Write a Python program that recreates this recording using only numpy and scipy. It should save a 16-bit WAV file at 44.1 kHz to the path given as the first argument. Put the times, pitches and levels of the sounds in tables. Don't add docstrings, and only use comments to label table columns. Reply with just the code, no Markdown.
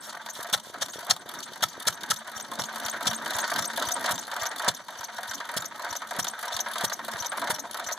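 import sys
import numpy as np
from scipy import signal
from scipy.fft import rfft, irfft, next_fast_len
from scipy.io import wavfile
from scipy.ndimage import uniform_filter1d

SR = 44100
rng = np.random.default_rng(int(sys.argv[2]) if len(sys.argv) > 2 else 0)


def generate_wav(sig):
    pcm = np.round(np.clip(np.atleast_2d(sig).T, -1, 1) * 32767).astype(np.int16)
    wavfile.write(sys.argv[1], SR, pcm)


N = 351918

# (start_s, gear_out_db, gear_back_db, early_rattle_db, ticks_out_db, whistle_db)
TURNS = [(0.0052, -36, -50, -56, -43.5, -42.5), (0.33, -27, -35.5, -37.5, -39, -42),
         (0.6313, -38, -32.5, -57, -47.5, -47), (0.9176, -34.5, -44, -40, -42, -43),
         (1.1916, -35, -38.5, -51, -41.5, -47), (1.455, -35.5, -39.5, -49, -41, -42),
         (1.7114, -38.5, -35.5, -51, -37.5, -50), (1.95, -36, -37.5, -44, -41, -44),
         (2.1837, -35.5, -32.5, -57, -44.5, -40), (2.4207, -35, -30.5, -47, -36.5, -38),
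         (2.663, -31, -31, -43, -34.5, -44), (2.9098, -31.5, -31, -47, -32.5, -33),
         (3.159, -34, -22.5, -39.5, -36, -32), (3.413, -28, -34, -31, -31, -31.5),
         (3.673, -22, -24.5, -36, -34, -30), (3.9372, -21.5, -40, -36, -30, -25.5),
         (4.2085, -28.5, -27, -43, -36, -38), (4.4871, -25, -40, -39, -34, -38),
         (4.7707, -35, -33, -49, -46, -44), (5.068, -35.5, -33, -45.5, -39, -49),
         (5.372, -31, -47, -44, -38, -62), (5.679, -31, -31, -44.5, -37.5, -45),
         (5.989, -27.5, -37, -43, -37, -47), (6.307, -28.5, -30, -41.5, -33.5, -38),
         (6.6317, -25.5, -49, -39, -31.5, -55), (6.9616, -30.5, -31.5, -42, -34, -48),
         (7.2928, -38, -25.5, -36, -32, -32), (7.623, -33, -35.5, -56, -36, -48),
         (7.9517, -29, -29, -38, -34, -51)]
# (start_s, iron_db, steel_db, top_db, iron_t60_s, iron_tilt_db_per_octave)
GEAR_STRIKES = [(0.262, -24.5, -29.5, -34, 0.071, 3), (0.287, -25.5, -36, -50, 0.071, 1.5),
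                (0.445, -24.5, -37, -49, 0.21, -4), (0.498, -35, -36, -34, 0.07, 0),
                (0.577, -29, -37, -41, 0.065, 0.5), (0.884, -23.5, -36, -42, 0.054, 2),
                (0.935, -29, -33.5, -45, 0.16, 8), (1.029, -27, -40, -46, 0.062, -5.5),
                (1.164, -27.5, -34.5, -36.5, 0.059, -1), (1.339, -28.5, -44, -38, 0.076, 8),
                (1.534, -34, -36, -38, 0.13, 0), (1.558, -22.5, -41, -34, 0.091, -5),
                (1.607, -27, -41, -40, 0.08, 4), (1.853, -25.5, -39, -38, 0.087, 4.5),
                (2.034, -29.5, -27, -34, 0.34, 3), (2.09, -36, -38, -38, 0.061, 5),
                (2.377, -29, -33.5, -34, 0.091, -8.5), (2.399, -31, -32, -49, 0.061, 5),
                (2.516, -25.5, -35, -31.5, 0.22, -5), (2.638, -24, -31, -34, 0.066, 2),
                (2.759, -24.5, -32, -29.5, 0.12, -2), (2.862, -25, -26.5, -26, 0.058, 7),
                (2.884, -21.5, -25, -40, 0.061, 3), (2.936, -24, -39, -56, 0.096, 11),
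                (3.008, -20.5, -34, -35, 0.15, -1), (3.056, -20.5, -33, -29, 0.22, -7),
                (3.111, -25, -25.5, -26, 0.095, -9), (3.132, -20.5, -23.5, -33, 0.064, 4.5),
                (3.223, -22, -40, -37, 0.11, 1), (3.26, -22.5, -25, -31, 0.21, 5),
                (3.307, -22, -30.5, -25.5, 0.27, 0), (3.365, -20.5, -23.5, -23, 0.083, 5),
                (3.386, -15, -21, -25, 0.059, -0.5), (3.442, -20, -28.5, -56, 0.044, 16),
                (3.478, -20, -42, -34, 0.054, 10), (3.516, -16.5, -33, -31, 0.18, 2),
                (3.561, -16.5, -25, -27, 0.098, 4), (3.623, -20, -25, -29, 0.088, 5),
                (3.644, -21.5, -31, -37, 0.055, -7), (3.7, -20.5, -35.5, -59, 0.082, 8),
                (3.734, -25, -33.5, -32, 0.068, 11), (3.775, -20, -31, -23, 0.24, -5),
                (3.824, -17.5, -26, -27, 0.062, 0), (3.887, -20, -23, -27, 0.1, 5),
                (3.908, -26, -28.5, -46, 0.12, -4), (3.964, -20.5, -34.5, -55, 0.11, 5),
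                (4.042, -20, -31, -29, 0.49, -1), (4.092, -18, -26, -28, 0.11, -2),
                (4.157, -41, -30.5, -29, 0.066, 3), (4.179, -20.5, -29, -51, 0.053, 0.0),
                (4.315, -21, -29.5, -37, 0.14, 1), (4.364, -26, -32, -32, 0.11, 2),
                (4.433, -23, -32, -26, 0.1, 5), (4.455, -20, -27.5, -45, 0.11, 3),
                (4.514, -22.5, -34, -45, 0.17, 7), (4.596, -16.5, -28, -29.5, 0.13, 1),
                (4.646, -18.5, -30, -26.5, 0.078, -1), (4.678, -18, -38, -39, 0.04, -19),
                (4.686, -30, -20, -21, 0.03, -1), (4.884, -26.5, -33, -40, 0.2, -4),
                (5.009, -28, -33.5, -33, 0.095, 6), (5.032, -26, -35, -54, 0.058, 1),
                (5.183, -19, -35, -37, 0.11, -2), (5.232, -26, -34, -34, 0.15, 4),
                (5.311, -25, -29.5, -35, 0.12, 7), (5.335, -28.5, -33, -50, 0.083, 0),
                (5.402, -25, -35, -46, 0.2, 6), (5.49, -20.5, -35.5, -38, 0.14, 2),
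                (5.54, -26, -32, -31, 0.13, 5), (5.621, -22.5, -33, -33, 0.056, 10),
                (5.645, -24, -32.5, -49, 0.058, 5), (5.795, -22.5, -35, -35, 0.21, -0.5),
                (5.847, -29, -32.5, -36, 0.067, -1), (5.928, -23, -28, -28, 0.059, 11),
                (5.953, -18, -33, -40, 0.053, -2), (6.019, -22.5, -32, -47, 0.16, 5),
                (6.109, -18.5, -31.5, -33, 0.14, -6), (6.164, -20, -35, -32, 0.091, -3),
                (6.245, -23.5, -30, -27, 0.06, 11), (6.269, -21.5, -28, -46, 0.063, -4),
                (6.335, -25.5, -41, -56, 0.18, 5.5), (6.428, -20.5, -31, -33, 0.21, 1),
                (6.481, -30, -30, -32, 0.14, -1.5), (6.566, -21.5, -26, -30.5, 0.15, 1),
                (6.591, -24.5, -30, -51, 0.081, -2), (6.661, -20.5, -37, -53, 0.18, 3),
                (6.757, -17.5, -31, -31, 0.14, 0), (6.81, -15.5, -27.5, -28, 0.064, 0),
                (6.898, -19, -27.5, -33, 0.056, 2), (6.923, -22.5, -35, -53, 0.051, -3),
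                (6.992, -23.5, -40, -60, 0.095, 4), (7.048, -46, -35.5, -32, 0.064, 2),
                (7.082, -19, -31, -31, 0.12, -2), (7.135, -23, -29.5, -35, 0.077, 1.5),
                (7.224, -20, -27.5, -30, 0.1, 5), (7.247, -25, -26, -51, 0.15, 0),
                (7.319, -19.5, -33.5, -49, 0.2, 2), (7.377, -32, -35, -31, 0.29, 2),
                (7.417, -21, -31, -30, 0.28, -2.5), (7.473, -17, -28, -32, 0.12, 0.0),
                (7.56, -27, -35, -33, 0.04, 4), (7.585, -17, -36, -47, 0.037, -2),
                (7.744, -20, -32.5, -30, 0.14, -1), (7.797, -19, -32, -31.5, 0.054, -1),
                (7.887, -23.5, -32, -32, 0.13, 13), (7.912, -24, -36, -45, 0.059, -4)]
# (stroke, share_of_turn, lag_s, level_db, ring_t60_s)
GEAR_BLOWS = [("out", 0.022, 0.021, 0., 0.067), ("out", 0.072, 0.0447, -4.5, 0.16),
              ("out", 0.301, 0.0224, 9.4, 0.078), ("out", 0.35, 0.0443, 1, 0.15),
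              ("out", 0.493, 0.0296, -0.3, 0.24), ("back", 0.96, 0.025, 0.22, 0.096),
              ("back", 0.67, 0.0144, -0.57, 0.13)]
# (stroke, share_of_turn, lag_s, level_db, top_db, half_length_s)
LATCH_TICKS = [("early", 0.056, 0.007, 0.4, -37, 0.00058), ("early", 0.1, 0.0027, -0.3, -18, 0.0055),
               ("early", 0.257, 0.00091, 0, -0.64, 0.0051), ("early", 0.22, 0.033, -1.4, -1.8, 0.0081),
               ("out", 0.344, 0.011, .5, 0, 0.0052), ("out", 0.406, 0.018, -0.6, -2.5, 0.0061),
               ("out", .4, 0.0387, 1, -0.57, 0.0035), ("back", 0.598, 0.027, -9.5, -3.5, 0.012),
               ("back", .727, 0.0217, -0.5, -4, 0.0031), ("back", .86, 0.011, 0.54, -7, 0.0049),
               ("back", 0.71, 0.021, -10, 1, 0.0073)]
# (start_s, level_db)
PIN_STRIKES = [(2.968, -49), (3.995, -43), (4.269, -44), (6.414, -48), (6.685, -40), (6.714, -40),
               (6.735, -40), (7.169, -45), (7.372, -38), (7.396, -39.5), (7.711, -38), (7.733, -45)]
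# (pitch_hz, width_hz, level_db)
IRON_MODES = [(614, 34, 6), (543, 77, -5), (706.5, 38, 12.5), (759, 15, 8), (881.5, 50, 6.5),
              (946.5, 48, 11), (1056, 78, 2), (1184, 55, 3), (1298, 110, 4.5), (1498, 120, 1.5),
              (1564, 114, 5.5), (1707, 110, -10), (1810, 59, 1), (1370, 16800, -0.5)]
# (pitch_hz, width_hz, level_db)
STEEL_MODES = [(3110, 220, 18), (3550, 103, 16), (3606, 270, 8.5), (3745, 127, 12), (4055, 130, 13),
               (4140, 86, 7), (4530, 390, 13.5), (5600, 67, 19), (5800, 150, 11.5), (6700, 67, -2.5),
               (7370, 190, 4.5), (3300, 560, 15), (4920, 4600, 10)]
# (pitch_hz, width_hz, level_db)
BRIGHT_MODES = [(8560, 290, 20), (8970, 610, 13.5), (10250, 3500, 18.3), (10710, 530, 13.6),
                (11710, 690, 12), (13000, 350, 10.6), (16300, 1200, 10)]
# (start_s, chuff_db, body_db, top_db, length_s, frame_blow_db, opening_thump_db,
# closing_thump_db, beam_knock_db)
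EXHAUST_FIRINGS = [(0.525, -6, -6.5, -2.5, 0.024, -28, -43, -49.5, -34),
                   (0.809, -7.5, -7, -12.5, 0.022, -29, -51, -57, -53),
                   (1.095, -3, -6, -8, 0.02, -22, -43, -48.5, -37),
                   (1.621, -1.5, -10, -10, 0.02, -8, -44, -47, -37),
                   (1.8655, -4.5, -4.5, -5, 0.021, -35, -42.5, -46.5, -29),
                   (2.0995, -3, -9.5, -2, 0.019, -38, -42, -48, -31),
                   (2.587, -9, -19, -16, 0.016, -6, -41, -45, -57),
                   (3.065, 0.5, -15, -11, 0.017, -11, -37.5, -41.5, -41),
                   (3.577, -4, -9, -10, 0.018, -33, -41.5, -45, -43),
                   (4.105, -5.5, -17, -4.5, 0.019, -42, -42, -43.5, -46),
                   (4.6777, 2, -4, -8.5, 0.012, -7.5, -35.5, -44.5, -21.5),
                   (5.563, -5, -15, -5, 0.018, -27, -40, -49, -28),
                   (6.1843, -8.5, -14, -4.5, 0.021, -7, -38, -49, -36),
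                   (6.835, -8.5, -15, -2, 0.02, -6.5, -36, -49, -21),
                   (7.496, -14, -2, 1.5, 0.022, -3.5, -40.5, -49, -22.5)]
# (start_s, level_db, body_db, top_db, length_s)
VALVE_HISSES = [(0.01, -29, -10, -6.5, 0.096), (0.328, -29.5, -3, -5, 0.078),
                (0.631, -32.5, -20, -8, 0.082), (0.922, -29.5, -20, -10, 0.054)]
# (pitch_hz, width_hz, level_db)
PIPE_MODES = [(643, 310, -2.5), (880, 300, 1), (1322, 102, 8.5), (1720, 114, 5.5), (1450, 6500, -21)]
# (middle_s, level_db, pitch_hz)
UNFIRED_THUMPS = [(2.368, -56, 96), (2.855, -53, 93), (3.357, -48, 91), (3.878, -48, 88), (4.424, -51, 88),
                  (4.998, -58, 91), (5.296, -57, 86), (5.914, -54, 88), (6.551, -51.5, 90),
                  (7.147, -47, 119), (7.212, -52, 88), (7.872, -58, 87)]
# (middle_s, level_db)
CART_JOLTS = [(0.393, -30), (0.671, -37), (0.7, -35), (0.959, -29.5), (0.985, -32), (1.261, -33.5),
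              (1.52, -35), (1.779, -31.5), (2.03, -36)]
# (middle_s, level_db, pitch_hz, length_s)
VALVE_SQUEAKS = [(0.847, -46, 5730, 0.011), (1.391, -39, 5900.0, 0.0095), (1.395, -45, 7300.0, 0.009),
                 (1.896, -43, 5870.0, 0.011), (1.902, -44, 7300, 0.015), (2.136, -45, 5850, 0.019),
                 (2.138, -45.0, 7220.0, 0.016), (2.368, -38, 5860, 0.02), (2.373, -42, 7200, 0.017),
                 (2.605, -40, 5950, 0.015), (2.614, -45.0, 7260, 0.02), (2.853, -35, 7200, 0.009),
                 (2.854, -35, 5880, 0.017), (3.104, -34, 5900, 0.013), (3.351, -34, 5860, 0.01),
                 (3.357, -33, 7200, 0.012), (3.614, -39, 7190.0, 0.0098), (3.875, -35, 6040.0, 0.018),
                 (4.146, -36, 6150, 0.015), (4.157, -37, 7400, 0.01), (4.419, -33.5, 5870, 0.014),
                 (4.422, -36, 7140.0, 0.009), (4.993, -41, 5930, 0.015), (5.298, -37, 5920, 0.018),
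                 (5.299, -44, 7200, 0.008), (5.608, -40, 7130, 0.013), (5.608, -47, 5950, 0.011),
                 (5.911, -34, 5920, 0.014), (5.916, -51, 7160, 0.011), (6.23, -33, 5900, 0.011),
                 (6.232, -41, 7030.0, 0.011), (6.546, -35.5, 5870, 0.021), (6.883, -37, 5980, 0.012),
                 (7.208, -32, 5940, 0.02), (7.546, -33, 5800, 0.013), (7.872, -41, 7400, 0.015),
                 (7.874, -34, 5970, 0.024)]
# (middle_s, level_db, pitch_hz, length_s)
VALVE_CHIRPS = [(0.304, -39, 6320, 0.015), (0.903, -43.5, 6500, 0.017), (1.437, -44, 6200, 0.012),
                (1.697, -47, 6150, 0.017), (1.939, -46.5, 6000, 0.022), (2.172, -41.5, 5970, 0.014),
                (2.407, -39.5, 6020, 0.014), (2.656, -41, 6540, 0.014), (2.901, -34.5, 6330, 0.0093),
                (3.151, -38, 6360, 0.014), (3.406, -34.5, 6400, 0.014), (3.657, -32.5, 6000, 0.0092),
                (3.922, -28, 6060, 0.011), (4.194, -34, 6120.0, 0.011), (4.467, -32, 5960, 0.012),
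                (4.751, -38, 5970, 0.0075), (5.046, -36.5, 6000, 0.012), (5.35, -34.5, 5960, 0.012),
                (5.659, -34, 5970, 0.0099), (5.968, -33, 6100, 0.012), (6.285, -29, 6150, 0.0089),
                (6.608, -29.7, 6030, 0.012), (6.936, -32, 5940, 0.012), (7.265, -31, 5940, 0.011),
                (7.599, -34, 6070, 0.012), (7.93, -32, 6140, 0.016)]
# (time_s, rumble_db, hiss_rel_db, cart_rumble_rel_db)
GEAR_RUB = [(0.0, -40.5, -11, -17), (0.3, -43.5, -7, -24), (1.42, -43, -5, -14), (2.3, -40, -9, -18),
            (3.51, -33.5, -9, -15), (4.25, -38.5, -11, -16.5), (5.02, -46.5, 0, -16),
            (5.18, -42, -7, -18.5), (6.0, -41.5, -6, -14), (6.75, -36.5, -9, -21.5),
            (7.98, -39.5, -10.5, -16.5)]
# (time_s, level_db)
CART_HUM = [(0.0, -72), (0.33, -64.5), (0.82, -72.5), (1.82, -63.5), (2.13, -65), (3.07, -51.5),
            (3.51, -57), (4.67, -67.5), (4.78, -73), (5.18, -64), (5.55, -72), (6.0, -63.5), (6.49, -66),
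            (6.69, -61), (7.13, -61.5), (7.4, -58), (7.64, -66), (7.98, -61)]
# (pitch_hz, level_db)
OPEN_AIR = [(30, -45), (70, -34), (130, -32), (300, -39.5), (1000, -66), (4000, -82), (15000, -91)]
# (pitch_hz, level_db)
SIDE_FROM_MID = [(40, -20), (100, -18.5), (250, -19.5), (700, -20), (2000, -62), (4000, -12.5), (8000, -21),
                 (13500, -13), (16000, -27)]
# (pitch_hz, level_db)
SIDE_OWN = [(40, -2), (200, -29), (700, -16.5), (2000, -9), (4000, -7.5), (8000, -0.5), (13500, 0.5),
            (15200, -4), (16000, -8)]
# (pitch_hz, level_db)
REAR_PORT = [(300, 0.63), (2800, -2.63), (5000, -7), (10000, -13.5), (13000, -6)]

SCATTER_DB, SCATTER_S = -2.4, 0.0015
COVER_S = 0.011
STRIKE_TRIM_DB = (-2.5, 4.5, 6)
STEEL_T60_S, TOP_T60_S = 0.042, 0.022
BLOW_LAG_S, BLOW_T60_S = 0.0064, 0.021
OPEN_LAG_S, OPEN_HZ = 0.00448, 170
CLOSE_LAG_S, CLOSE_HZ = 0.0111, 120
JOLT_THUMP_DB, JOLT_THUMP_HZ = -26, 115
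KNOCK_LAG_S = 0.00594
WHISTLE_AT, BEAM_AT, BEAM_DB = (0.00068, -0.001), (0.43, 0.034), -8.5
LEAK_HZ, LEAK_DB = 5970, -11
HUM_HZ = 222
PORT_LAG_S, TOP_HZ = 0.000379, 15500


def metal(force, grain_db=2.0):
    hardness = np.repeat(rng.exponential(size=(3, N // 8 + 1)), 8, axis=1)[:, :N]
    hail = undb(grain_db * hardness)
    hail /= np.sqrt(np.mean(hail ** 2))
    s, *_, tilt_db = np.transpose(GEAR_STRIKES)
    latest = np.searchsorted(s - .002, np.arange(N) / SR) - 1
    tilt_db = tilt_db[np.maximum(latest, 0)]
    iron = ring(force[0] * hail[0] * noise(), IRON_MODES, patchy_db=3.5, tilt_db=tilt_db)
    steel = ring(force[1] * hail[1] * noise(), STEEL_MODES, patchy_db=5.5)
    bright = ring(force[2] * hail[2] * noise(), BRIGHT_MODES, patchy_db=3.0)
    return bands(iron, steel, bright)


def strikes(rise_s=0.0013):
    force, t = np.zeros((3, N)), np.arange(SR // 8) / SR
    for s, *db, t60, _ in GEAR_STRIKES:
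        t60s = np.array([[max(t60, .01)], [STEEL_T60_S], [TOP_T60_S]])
        shape = (1 - np.exp(-t / rise_s)) * decay(t, t60s)
        add(force, s - rise_s, undb(np.add(db, STRIKE_TRIM_DB))[:, None] * shape)
    for s, db in PIN_STRIKES:
        add(force[1:], s, undb([[db + 8.5], [db + 4.0]]) * decay(t, 0.025))
    return force


def clatter(rise_s=0.0058, iron_db=2.5, steel_db=-14.0):
    force, t = np.zeros((3, N)), np.arange(SR // 8) / SR
    _, out_db, back_db, *_ = np.transpose(TURNS)
    blows = unstruck(every_turn(GEAR_BLOWS, out=out_db, back=back_db))
    kicks = [(row[0] + BLOW_LAG_S, row[5], BLOW_T60_S) for row in EXHAUST_FIRINGS]
    for s, db, t60 in blows + kicks:
        shape = (1 - np.exp(-t / rise_s)) * decay(t, max(t60, .01))
        add(force[:2], s, undb([[db + iron_db], [db + steel_db]]) * shape)
    return force


def ticks(steel_db=2.0, bright_db=2.0, stretch=0.8):
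    force, t = np.zeros((3, N)), np.arange(-SR // 30, SR // 30) / SR
    slope = np.where(t < 0, .6, 1.3)
    _, _, back_db, early_db, out_db, _ = np.transpose(TURNS)
    rows = every_turn(LATCH_TICKS, early=early_db, out=out_db, back=back_db)
    for s, db, top_db, length in unstruck(rows):
        shape = np.exp(-(t / (stretch * max(length, .001) * slope)) ** 2)
        add(force[1:], s + t[0], undb([[db + steel_db], [db + top_db + bright_db]]) * shape)
    return force


def pings(t60=0.06, mode_hz=10270, tick_hz=10250.0, tick_t60=0.01, tick_db=-4.0, gain_db=8.5):
    out, t = np.zeros(N), np.arange(SR // 8) / SR
    mode = np.sin(2 * np.pi * mode_hz * t) * decay(t, t60)
    tick = np.sin(2 * np.pi * tick_hz * t) * decay(t, tick_t60)
    shape = (mode + undb(tick_db) * tick) * (1 - np.exp(-t / 0.00042))
    for s, db in PIN_STRIKES:
        add(out, s, undb(db + gain_db) * shape)
    return out


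def chuffs(rise_s=0.013, fall_s=0.0019, gain_db=-10.5, body_lag_s=0.0018):
    force, t = np.zeros((3, N)), np.arange(SR // 8) / SR
    bursts = [row[:5] for row in EXHAUST_FIRINGS] + VALVE_HISSES
    for s, db, body_db, top_db, length in bursts:
        shape = (1 - np.exp(-t / rise_s)) / (1 + np.exp((t - length) / fall_s))
        add(force[0], s + body_lag_s, undb(db + body_db + gain_db) * shape)
        add(force[1:], s, undb([[db + gain_db], [db + top_db + gain_db]]) * shape)
    force *= wander(3, 2.63, 0.00097)
    middle_modes = STEEL_MODES[-2:] + STEEL_MODES[7:8]
    layers = zip(force, (PIPE_MODES, middle_modes, BRIGHT_MODES))
    return bands(*(ring(e * noise(), modes, patchy_db=4.5) for e, modes in layers))


def thumps():
    s, _, _, _, length, _, open_db, close_db, _ = np.transpose(EXHAUST_FIRINGS)
    rows = [(a + OPEN_LAG_S, db, OPEN_HZ) for a, db in zip(s, open_db)]
    rows += [(a + CLOSE_LAG_S, db, CLOSE_HZ) for a, db in zip(s + length, close_db)]
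    rows += UNFIRED_THUMPS
    rows += [(a, db + JOLT_THUMP_DB, JOLT_THUMP_HZ) for a, db in CART_JOLTS]
    return pulses(rows, 0.36, 26.4, tail=0.94, sag_hz=4.0)


def afterswing(lag_s=0.0199, gain_db=14.5, start_hz=127.0):
    rows = [(row[0] + row[4] + lag_s, row[7], start_hz) for row in EXHAUST_FIRINGS]
    return pulses(rows, 0.63, gain_db, tail=3.9, sag_hz=-7.5)


def beams(beam_hz=475.0):
    rows = CART_JOLTS + [(row[0] + KNOCK_LAG_S, row[8]) for row in EXHAUST_FIRINGS]
    rows += every_turn([("out", *BEAM_AT, BEAM_DB)], out=np.array(TURNS)[:, 1])
    return pulses([(s, db, beam_hz) for s, db in rows], 0.44, 19.0, tail=1.0, sag_hz=25.2)


def valve():
    openings = zip(cam(*WHISTLE_AT), TURNS)
    whistles = [(s + 0.007, row[5], 8336., .014) for s, row in openings]
    whistle = squeals(whistles, 0.0015, 0.081, 5.7, 1.02)
    chirp = squeals(VALVE_CHIRPS, 0.085, 1.49, 5.2, 1.59, octave_db=-10.5)
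    squeak = squeals(VALVE_SQUEAKS, 0.016, 0.55, 7.8, 1.08, octave_db=-16.0)
    return whistle + chirp + squeak


def running(top_db=-9.0):
    s, *columns = np.transpose(GEAR_RUB)
    db, hiss_db, rumble_db = (np.interp(np.arange(N) / SR, s, c) for c in columns)
    cart = ring(noise(), [(159, 85, 1), (231, 50, 0.34), (271, 24, -1.1)], patchy_db=2.0)
    rumble = undb(db + rumble_db + 8.0) * wander(1, 4.7, 0.043) * cart
    leak = undb(db + hiss_db + LEAK_DB) * ring(noise(), [(LEAK_HZ, 160, 0)], patchy_db=3.)
    rub = undb(np.array([db, db + hiss_db, db + hiss_db + top_db]) - 3.0)
    rub = rub * wander(2, 4.2, 0.0088)[[0, 1, 1]]
    return rub, rumble + leak


def hum(gain_db=15.0, swell_db=4.5):
    hz = HUM_HZ * wander(1, .05, .05)[0]
    level = undb(np.interp(np.arange(N) / SR, *np.transpose(CART_HUM)) + gain_db)
    return level * wander(1, swell_db, 0.035)[0] * np.sin(2 * np.pi * np.cumsum(hz) / SR)


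def pulses(table, turns, gain_db, tail=1.3, sag_hz=0.):
    out, t = np.zeros(N), np.arange(-SR // 30, SR // 15) / SR
    for s, db, hz in table:
        size = undb(db + gain_db) * 100 / hz
        swing = np.cos(2 * np.pi * t * (hz - sag_hz * t * hz))
        shape = np.exp(-.5 * (t * hz / (turns * np.where(t < 0, 1, tail))) ** 2)
        add(out, s + t[0], -size * swing * shape)
    return out


def squeals(table, glide, rough, gain_db, stretch, octave_db=-40.):
    out = np.zeros((2, N))
    for s, db, hz, length in table:
        span = stretch * length
        t = np.arange(int(span * SR)) / SR - span / 2
        turn = 2 * np.pi * hz * (t + glide * t ** 2 / (2 * span))
        tone = np.array([f(turn) + undb(octave_db) * f(2 * turn) for f in (np.sin, np.cos)])
        add(out, s - span / 2, undb(db + gain_db) * np.cos(np.pi * t / span) * tone)
    return out * (1 + rough * uniform_filter1d(noise(), 30) * np.sqrt(30))


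def cam(share, lag_s):
    start = np.array(TURNS)[:, 0]
    length = np.diff(start)
    return start + share * np.append(length, length[-1]) + lag_s


def every_turn(pattern, **stroke_db):
    rows = []
    for stroke, share, lag_s, db, *rest in pattern:
        chance = rng.standard_normal((2, len(TURNS)))
        times = cam(share, lag_s) + SCATTER_S * chance[0]
        levels = stroke_db[stroke] + db + SCATTER_DB * chance[1]
        rows += [(s, level, *rest) for s, level in zip(times, levels) if s < N / SR]
    return rows


def unstruck(rows):
    s = np.array(GEAR_STRIKES)[:, 0]
    return [row for row in rows if np.min(np.abs(row[0] - s)) > COVER_S]


def ring(x, modes, patchy_db=0., tilt_db=0.):
    bank = [(signal.iirpeak(min(hz, .45 * SR), hz / width, SR), undb(db)) for hz, width, db in modes]
    click = signal.unit_impulse(SR // 10)
    norm = np.linalg.norm(sum(g * signal.lfilter(*ba, click) for ba, g in bank))
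    drive = wander(len(modes), patchy_db, 0.021)
    octaves = np.log2(np.array(modes)[:, :1] / 1100)
    drive = drive * undb(tilt_db * octaves)
    return sum(g * signal.lfilter(*ba, x * d) for (ba, g), d in zip(bank, drive)) / norm


def cut(x, order, hz, kind):
    return signal.sosfilt(signal.butter(order, hz, kind, fs=SR, output="sos"), x)


def bands(low, middle, top, low_hz=460.0, split_hz=2540.0):
    low = cut(cut(low, 4, low_hz, "high"), 2, split_hz, "low")
    return low + cut(middle, 2, [split_hz, 9000], "band") + cut(top, 2, 7000, "high")


def colour(x, points):
    size = next_fast_len(N)
    hz, db = np.transpose(points)
    f = np.arange(size // 2 + 1) * SR / size + 1
    gain = undb(np.interp(np.log(f), np.log(hz), db))
    return irfft(rfft(x, size) * gain, size)[..., :N]


def wander(count, spread_db, hold_s):
    k = int(hold_s * SR)
    smooth = uniform_filter1d(uniform_filter1d(rng.standard_normal((count, N)), k), k)
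    return undb(spread_db * np.sqrt(1.41 * k) * smooth)


def decay(t, t60):
    return np.exp(-np.log(1000) * t / t60)


def noise():
    return rng.standard_normal((2, N))


def add(track, s, sound):
    i = max(int(s * SR), 0)
    n = min(sound.shape[-1], N - i)
    track[..., i:i + n] += sound[..., :n]


def undb(db):
    return 10 ** (np.asarray(db) / 20)


def scene():
    rub, drone = running()
    force = np.sqrt(clatter() ** 2 + strikes() ** 2 + ticks() ** 2 + rub ** 2)
    engine = metal(force) + chuffs() + drone
    engine[0] += thumps() + afterswing() + beams() + hum()
    engine += valve() + pings()
    t = np.arange(SR // 5) / SR
    tail = undb(-37.0) * rng.standard_normal((2, len(t))) * decay(t, 0.088)
    echo = signal.oaconvolve(engine, tail, axes=1)[:, :N]
    mid, apart = engine + echo + colour(noise(), OPEN_AIR)
    side = colour(mid, SIDE_FROM_MID) + colour(apart, SIDE_OWN)
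    return np.array([mid + side, mid - side])


def record(dry, side_depth=0.99, leak=0.00084, gain_db=-6.5):
    mid, side = (dry[0] + dry[1]) / 2, (dry[0] - dry[1]) / 2
    offset = np.arange(64) - 16 - PORT_LAG_S * SR
    late = np.sinc(offset) * np.exp(-(offset / 9) ** 2)
    rear = colour(signal.oaconvolve([mid, side], late[None])[:, 16:N + 16], REAR_PORT)
    mid, side = mid - rear[0], side + side_depth * rear[1]
    side = side + leak * mid
    rumble_cut = signal.butter(2, 62, "high", fs=SR, output="sos")
    top_cut = signal.ellip(9, .2, 80, TOP_HZ, fs=SR, output="sos")
    stereo = undb(gain_db) * np.array([mid + side, mid - side])
    return signal.sosfilt(np.vstack([rumble_cut, top_cut]), stereo)


dry = scene()
out = record(dry)
generate_wav(out)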